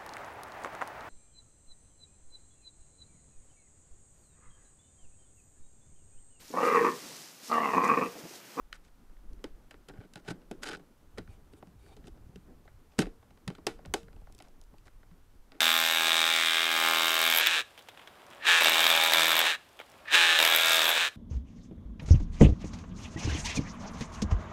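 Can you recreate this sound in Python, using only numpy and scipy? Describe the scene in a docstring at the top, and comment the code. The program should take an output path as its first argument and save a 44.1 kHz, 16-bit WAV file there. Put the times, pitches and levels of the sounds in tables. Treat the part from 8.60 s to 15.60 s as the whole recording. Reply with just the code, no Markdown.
"""A memory module is lowered into a plastic slot of a circuit board that lies on a cardboard box.
First edges tick and scrape while the loose module rattles (1.25-2.25 s), then fingertips squeak along it
(2.7-3.4 s); it is pushed home and latches snap (4.4-5.4 s); light ticks follow. Cracks and rubbing noise
ring six resonant bodies, cracks get a small quiet room's answer; damped sines make the box boom.
Throughout, hands thud through the table, over noise room tone and two faint sine tones."""
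import sys
import numpy as np
from scipy.fft import rfft, irfft, next_fast_len
from scipy.io import wavfile
from scipy.ndimage import map_coordinates

SR = 44100
rng = np.random.default_rng(int(sys.argv[2]) if len(sys.argv) > 2 else 0)


def unload_audio(sound):
    """Save the sound as a 16-bit wav file, at the path given as the first command line argument."""
    columns = np.transpose(np.atleast_2d(sound))
    # keep every value between -1 and 1, then stretch to whole-number steps
    steps = np.round(np.clip(columns, -1, 1) * 32767)
    wavfile.write(sys.argv[1], SR, steps.astype(np.int16))


N = 308700


def amp(db):
    """Gain of a level in dB."""
    return 10 ** (np.asarray(db) / 20)


def unit(x):
    """x at rms 1."""
    return x / np.sqrt(np.mean(x ** 2) + 1e-20)


def along(points, hz):
    """(f/Hz, value) points interpolated on a log frequency axis."""
    f, v = np.transpose(points)
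    return np.interp(np.log(hz + 1), np.log(f + 1), v)


def curves(rows):
    """One value per sample for each column after the time."""
    s, *cols = np.transpose(rows)
    return [np.interp(np.arange(N) / SR, s, c) for c in cols]


def wobble(knots_per_s):
    """Smooth random curve through normally distributed knots."""
    knots = rng.standard_normal(int(N * knots_per_s / SR) + 4)
    return map_coordinates(knots, [np.arange(N) * knots_per_s / SR])


def filtered(x, response):
    """x times a complex response of frequency."""
    m = next_fast_len(N + SR // 2)
    return irfft(rfft(x, m) * response(np.fft.rfftfreq(m, 1 / SR)), m)[..., :N]


def noise(spectrum):
    """Noise of rms 1 coloured by (f/Hz, relative level/dB) points."""
    return unit(filtered(rng.standard_normal(N), lambda hz: amp(along(spectrum, hz))))


def ring(force, modes):
    """Resonant body, modes (f/Hz, width/Hz, relative level/dB): white force of rms 1 comes out at rms 1."""
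    def body(f):
        h = 0
        for k, (center, width, db) in enumerate(modes):
            resonance = 1j * f * width / (center * center - f * f + 1j * f * width)
            h = h + (-1) ** k * amp(db) * resonance
        # fast fade above the last mode and below the first
        h = h / (1 + 1j * f / modes[-1][0]) ** 2 * f / (f - .6j * modes[0][0])
        return h / np.sqrt(np.mean(np.abs(h) ** 2))
    return filtered(force, body)


def body_levels_db(lid_db, box_db, board_db, bright_db):
    """Force shares of lid, box, board, slot, module, edges; brightness trades slot against edges."""
    edge_tilt = 1.2  # edges move more with brightness than the slot
    return np.array([lid_db, box_db, board_db, -bright_db, 0, edge_tilt * bright_db])


def contacts():
    """Impact forces on the six bodies: a short noise crack, then the room's diffuse answer."""
    # contacts: t/s, level/dB before coupling, then above it lid/dB, box/dB, board/dB, brightness/dB,
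    # 60 dB decay/s (2 ms at least)
    hits = [(0.1273, -28, -46, -34, -31.5, -5, 0.012), (0.4961, -58, -11, -11, -9, -8, 0.014),
            (0.567, -58.5, -20, -7, -10, -8, 0.012), (0.7324, -56, -12, -24, -17, 6, 0.013),
            (0.7923, -60, -8, -4, -9, -9, 0.011), (0.841, -28, -13, -9.5, -9, -3.5, 0.02),
            (1.1089, -35, -35, -26, -15.5, -4, 0.028), (1.142, -50.5, -12, -2, -0.5, -13, 0.0049),
            (1.2856, -41, -9.5, -13, -16, 4, 0.029), (1.2962, -46, -11, -4, -4, -1, 0.0087),
            (1.3372, -56.5, 3, 6.5, -6, -10, 0.017), (1.4037, -55, -5, 0, -18, -9, 0.012),
            (1.4538, -58, -5, -2, -11, -4, 0.011), (1.5358, -41, -24, -28, -26, 2.5, 0.018),
            (1.5568, -33, -12, -34, -21, -1.5, 0.014), (1.6819, -36, -13, -2, -26, -12.5, 0.024),
            (1.705, -30, -5, -15, -22, -3.5, 0.028), (1.8168, -53, -8, -11, -19, -7, 0.013),
            (1.9124, -31.5, -7.5, 3, -19, -1, 0.022), (2.0338, -32, -34, -29, -22, 5, 0.022),
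            (2.1691, -45.5, -6, -5, -9, 0, 0.031), (2.1953, -51, -4, -3, -1, -7, 0.022),
            (2.582, -29, -7, -5, -13, -3.5, 0.031), (2.6756, -58, 10, -12, -5, -18, 0.007),
            (2.935, -49.5, -19, -1.5, -18, -7.5, 0.0074), (3.026, -51, 0, 0, 7, -12, 0.0084),
            (3.0714, -53.5, 3.5, -13, -7, -1, 0.0082), (3.2625, -52.5, -5, -8, -5, -7, 0.02),
            (3.366, -44, -3, -5, -7, -1, 0.033), (3.4413, -52, 3, -11, -15, -10, 0.011),
            (3.4704, -42.5, -11, -12, -17, 0.5, 0.031), (3.5743, -59, 4, -4, -6, -7, 0.0095),
            (3.758, -41.5, 3, -9, -19, -1, 0.019), (4.0531, -57, -16, -6, 1, -2, 0.01),
            (4.0769, -52, -6, -5.5, 0.5, -15, 0.026), (4.3899, -12, -16.5, -6, -13.5, -1, 0.012),
            (4.4208, -25, -5, -7.5, -11, -4, 0.015), (4.456, -41, -13, -9, -10, -8, 0.015),
            (4.4672, -41.5, -3, 2, -3, -8, 0.017), (4.6274, -54.5, -17, -8, 2, -9, 0.018),
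            (4.7062, -52, -4, -20, -2, -6, 0.015), (4.774, -53, -9, -6, -3.5, -7, 0.013),
            (4.8775, -23.5, -7, -20, -15, -2.5, 0.021), (4.9021, -37.5, -5, 2, -1, -5, 0.011),
            (4.9505, -40, -20, -15, -20, -4, 0.026), (4.9831, -49.5, 0, 3, 5.5, -8, 0.016),
            (5.0674, -12, -23, -13.5, -10.5, -1, 0.023), (5.1894, -51.5, -15, -17, 4, -12.5, 0.0075),
            (5.251, -43.5, -13, -19, -7, -11.5, 0.017), (5.2585, -40.5, 0, -15, -11, 1.5, 0.012),
            (5.3387, -13, -27, -15.5, -9, 1, 0.024), (5.4307, -48, -1, -14, -16, -2, 0.012),
            (5.4826, -55.5, -8, -3, 2.5, -15, 0.012), (5.5294, -51.5, -18, -20, -6, -4, 0.013),
            (5.563, -54, 4.5, -10, -4, -3, 0.0089), (5.6156, -62, 7, -11, 5, 0, 0.0096),
            (5.671, -53, -19, -11.5, -1, -10, 0.0082), (5.6974, -64, 4, 1, 11, -5, 0.0064),
            (5.7242, -48, -15, -23, -31, 4, 0.0065), (5.7488, -52.5, -13, -10, -18, 11, 0.011),
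            (5.7814, -58, -18, -26, -24, 13, 0.0067), (5.789, -43, -31, -29, -29, 4.5, 0.0059),
            (5.8015, -39.5, -35, -12.5, -6, -6, 0.023), (5.823, -43, -26, -17, -18, 4, 0.0083),
            (5.884, -59, -8, -14, -2, 8, 0.011), (6.014, -49, -30, -25, -11.5, 5.5, 0.0063),
            (6.0382, -56.5, -17, -19, -23, 5, 0.011), (6.1382, -61, 1, -1, 6, -6, 0.012),
            (6.183, -51, -17, -19, -24, -1.5, 0.0098), (6.4307, -57.5, 4, -0.5, 0, -15, 0.011),
            (6.5122, -58, 12.5, -20, -18, -15, 0.0098), (6.919, -41.5, -27, -16, -10.5, -6, 0.0076),
            (6.9456, -61, -12, -9, -2, -6, 0.011)]
    # room answer per body, lid to edges: t60/s, sample level over crack norm/dB
    room = [(0.14, -28.5), (0.17, -37.5), (0.15, -39), (0.16, -34), (.2, -42), (0.22, -43)]
    # how well a blow drives each body, lid to edges: level/dB
    coupling_db = [19, 24.3, 18.95, 2.67, 6.3, 4.06]
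    # impulse added to the first sample of a crack, per body: amplitude [noise rms]
    shove = [4.7, 7.7, 6.7, 4, 3.1, 3.5]

    force, t = np.zeros((6, N + SR)), np.arange(SR // 3) / SR
    t60_s, wet_db = np.transpose(room)[:, :, None]
    for s, db, lid_db, box_db, board_db, bright_db, decay_s in list(hits) + fidgets():
        crack, answer = rng.standard_normal((2, 6, len(t)))
        crack *= amp(-60 * t / max(decay_s, .002))
        crack[:, 0] += shove
        crack /= np.linalg.norm(crack, axis=1, keepdims=True)
        answer *= amp(wet_db - 60 * t / t60_s)
        answer *= np.clip((t - .005) / 0.0005, 0, 1)  # arrives after the nearest surfaces
        size = amp(db + body_levels_db(lid_db, box_db, board_db, bright_db) + np.array(coupling_db))
        force[:, round(s * SR):][:, :len(t)] += size[:, None] * (crack + answer)
    return force[:, :N]


def fidgets():
    """Faint contacts at random times, with random body shares."""
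    rate_per_s, level_db, spread_db = 3, -71, 4.5  # level before coupling
    u = rng.random((round(rate_per_s * N / SR), 6))
    return [(a * (N - 1) / SR, level_db + spread_db * (2 * b - 1),
             12 * c - 12, 12 * d - 12, 12 * e - 10, 8 * f - 8, .008)
            for a, b, c, d, e, f in u]


def stroke(start_s, rise_s, length_s):
    """Pressure of one rubbing stroke: bites, fades a little along its length, lets go."""
    let_go_s, fade_db = 0.013, 5.5
    t = np.arange(N) / SR - start_s
    bite = t / max(rise_s, .001)
    let_go = (length_s - t) / let_go_s + 1
    ends = np.clip(np.minimum(bite, let_go), 0, 1)
    return ends ** 2 * amp(-fade_db * np.clip(t / length_s, 0, 1))


def slides():
    """Sliding edges stick and slip: clumped grains of force on the same six bodies."""
    # edges sliding in the slot: start/s, rise/s, length/s, level/dB,
    # then above it lid/dB, box/dB, board/dB, brightness/dB
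    strokes = [(0.131, 0.0079, 0.03, -61, -11, -18, -6, -2.5),
               (0.227, 0.019, 0.056, -73.5, 4, -8, -11, 1.5),
               (1.282, 0.0017, 0.025, -63, 15, 8.5, 8.5, -13),
               (1.324, 0.016, 0.064, -76.5, 24, 15, 14, -11), (1.389, .02, 0.063, -69.5, 16, 16, 7.5, -7),
               (1.55, 0.0046, 0.049, -65, -2, 10.5, 6.5, -3.5),
               (1.629, 0.026, 0.053, -61.5, 3, -12, 4.5, -3), (1.673, 0.0038, 0.044, -51, 14, 9, 2.5, -2),
               (2.015, 0.024, 0.028, -41, -25, -4.5, -1, -1), (2.045, .012, 0.049, -44.5, -9, 1, -6, -2),
               (2.098, 0.0072, 0.058, -51, -12, 6, -3.5, -3), (2.567, 0.0089, 0.023, -58, -6, 17, 9, -5),
               (3.418, 0.045, 0.062, -64.5, 8, 10.5, 4, -1), (4.312, .008, 0.076, -77.5, 1, 5, 11, -1),
               (4.379, 0.0082, 0.041, -37, 10, 9.5, 3.5, 0.5), (4.413, .006, 0.024, -50.5, 7, 3, 10, -3),
               (5.81, 0.036, 0.063, -70, -8, 2, 11, -3), (6.249, .006, 0.033, -65.5, -2, 1.5, 2, -1.5),
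               (6.907, 0.015, 0.078, -73.5, -2, 15, 10, -6.5)]
    rub_top_hz = 12950  # grains are too soft to reach above this

    clumps = amp(1.8 * wobble(150) + 3.5 * wobble(450))
    grains = clumps * rng.standard_normal((6, N)) / np.sqrt(np.mean(clumps ** 2))
    grains = grains * amp([2 * wobble(45) for _ in grains])  # the grip wanders from body to body
    pressure = np.zeros((6, N))
    for s, rise_s, length_s, db, lid_db, box_db, board_db, bright_db in strokes:
        size = amp(db + body_levels_db(lid_db, box_db, board_db, bright_db))
        pressure += size[:, None] * stroke(s, rise_s, length_s)
    return filtered(pressure * grains, lambda hz: 1 / (1 + (hz / rub_top_hz) ** 8))


def squeaks():
    """Skin rubbing smooth metal excites narrow and broad bands, each coming and going on its own."""
    # fingertip strokes along the module: start/s, rise/s, length/s, level/dB
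    rubs = [(2.682, .01, 0.092, -67.5), (2.91, 0.019, .03, -68), (2.951, 0.018, 0.039, -66),
            (3.182, 0.012, 0.11, -69.5), (3.246, 0.09, 0.097, -57.5)]
    # bands excited by the fingertip: f/Hz, width/Hz, relative level/dB
    skin = [(407, 40, -2), (810, 130, -5), (2350, 160, -8.5), (3030, 380, -14.5), (3690, 190, -9.5),
            (4550, 160, -11), (6460, 2300, -15), (9000, 2000, -10.5)]

    rub = sum(amp(db) * stroke(s, rise_s, length_s) for s, rise_s, length_s, db in rubs)
    rub = rub * amp(2 * wobble(60))
    out = np.zeros(N)
    for hz, width_hz, db in skin:
        force = rub * amp(4.5 * wobble(25.04)) * rng.standard_normal(N)
        out += amp(db) * ring(force, [(hz, width_hz, 0)])
    return out


def pushes():
    """A fingertip presses: one soft heavily damped sine swing of the box lid."""
    # soft pushes that only the box feels: t/s, initial level/dB, f/Hz
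    presses = [(0.725, -39.5, 52), (1.389, -36.5, 102), (2.543, -44.5, 50.4), (2.691, -37, 88),
               (2.791, -65, 78), (3.393, -43.5, 54), (3.518, -44, 50), (3.666, -42, 73.5),
               (3.695, -43, 144), (4.388, -19.5, 241), (4.875, -31, 128), (5.279, -38.5, 94.2),
               (5.297, -35, 56.6), (5.57, -50, 52), (5.691, -70, 70.6), (6.133, -46.5, 200),
               (6.507, -53, 52.2)]
    out, t = np.zeros(N + SR), np.arange(SR // 5) / SR
    for s, db, hz in presses:
        decay = amp(db - 60 * t * hz / 7)  # 60 dB in 7 cycles
        out[round(s * SR):][:len(t)] += decay * np.sin(2 * np.pi * hz * t)
    return out[:N]


def hands():
    """Lumpy noise: thuds through the table, a shuffle and a low creak of the loaded box."""
    # hands on table and box: t/s, table thud/dB, shuffle/dB, box creak/dB
    work = [(0.0, -49, -73, -71.5), (0.27, -59.5, -66.5, -71.5), (0.62, -47, -70, -67.5),
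            (0.64, -41, -63.5, -67), (0.88, -50, -61.5, -65), (1.42, -60.5, -74, -65.5),
            (2.05, -55, -64, -60), (2.26, -65.5, -70.5, -63.5), (2.59, -50.5, -61, -69),
            (3.12, -68, -64, -66.5), (3.51, -53, -59, -63.5), (3.82, -65, -57, -61.5), (3.9, -52, -59, -57),
            (3.98, -61, -63.5, -67), (4.19, -58.5, -62.5, -66), (4.29, -67, -68, -69.5),
            (4.48, -42.5, -74, -63), (4.62, -66.5, -65, -68), (5.26, -53, -56, -57.5),
            (5.52, -51.5, -58, -61), (5.57, -42.5, -63, -69), (5.77, -58, -61.5, -72),
            (6.06, -55, -68, -66), (6.43, -57, -63.5, -70), (6.94, -60, -70, -71), (7.0, -73, -71, -72)]
    # table thud spectrum: f/Hz, relative level/dB
    thud_spectrum = [(8, -3), (15, 4), (40, 0), (70, -32), (120, -44), (400, -120)]
    shuffle_spectrum = [(30, -25), (55, 7.0), (100, 1.5), (150, -3.5), (300, -41), (900, -120)]
    creak_spectrum = [(80, -43.0), (150, -4.5), (250, -2.5), (420, -9.5), (900, -21.5),
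                      (2000, -31.0), (5000, -120)]

    thud_db, shuffle_db, creak_db = curves(work)
    thud = unit(amp(1.65 * wobble(17)) * noise(thud_spectrum))
    shuffle = unit(amp(2.24 * wobble(37) + 2.2 * wobble(6.4)) * noise(shuffle_spectrum))
    creak = unit(amp(3.5 * wobble(25) + 1.5 * wobble(6.1)) * noise(creak_spectrum))
    return amp(thud_db) * thud + amp(shuffle_db) * shuffle + amp(creak_db) * creak


def air():
    """Steady coloured-noise room tone with two faint sine tones."""
    # room tone spectrum: f/Hz, relative level/dB
    air_spectrum = [(35, -16), (60, -7), (168, -54), (222, -19.5), (427, -17.5), (621, -19.5), (803, -17.5),
                    (1470, -20), (1820, -25), (2410, -26.5), (4220, -30), (14600, -34), (16000, -43)]
    # faint electronic tones: f/Hz, peak level/dB
    whine = [(6000, -93.5), (12000, -91.5)]
    air_rms_db = -70.5
    t = np.arange(N) / SR
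    tones = sum(amp(db) * np.sin(2 * np.pi * hz * t) for hz, db in whine)
    return amp(air_rms_db) * noise(air_spectrum) + tones


def scene():
    """Forces ring the six bodies, over hands and room tone; the module rattles until it grips."""
    # modes of each body: f/Hz, width/Hz, relative level/dB
    lid = [(115, 30, -14), (184.2, 28, -6)]  # box lid
    box = [(290, 49, 1), (329.7, 30, 2.5), (404, 65, 2)]  # box walls and air
    board = [(459, 4.4, 0.5), (528, 110, -3.5), (619, 73, 1.5), (749, 70, 1), (827, 50, 1), (905, 47, -4),
             (1110, 110, -5)]  # circuit board
    slot = [(1353, 310, 3), (1529, 160, 7), (1795, 450, 2), (2333, 410, -0.5)]  # slot walls
    module = [(2594, 236, -0.5), (3094, 280, -0.5), (3603, 265, -1), (4060, 260, -1.5), (4795, 300, -2.5),
              (5380, 340, -8.5)]  # memory module
    edge = [(5550, 2650, -2.5), (7040, 190, -5), (7140, 1140, -9.5), (9173, 2250, 3.5), (9945, 2450, 2.5),
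            (11830, 2600, -19)]  # contact edges
    loose = [(853, 56, -1), (1485, 100, 1), (3050, 340, -9)]  # module standing loose in the slot
    loose_from_s, loose_to_s, loose_db = 1.25, 2.25, -2

    force, t = contacts() + slides(), np.arange(N) / SR
    bodies = sum(ring(f, modes) for f, modes in zip(force, (lid, box, board, slot, module, edge)))
    is_loose = (t > loose_from_s) * (t < loose_to_s)
    rattle = amp(loose_db) * ring(force[3] * is_loose, loose)  # driven by the slot force
    return (bodies + rattle + squeaks() + pushes() + hands() + air())[None]


def record(dry):
    """Band limit: 18 dB down above 15.7 kHz, nothing from the top frequency up."""
    shelf_hz, top_hz = 15700, 16400
    return filtered(dry, lambda hz: (hz < top_hz) * amp(-18 * (hz > shelf_hz)))


dry = scene()
out = record(dry)
unload_audio(out)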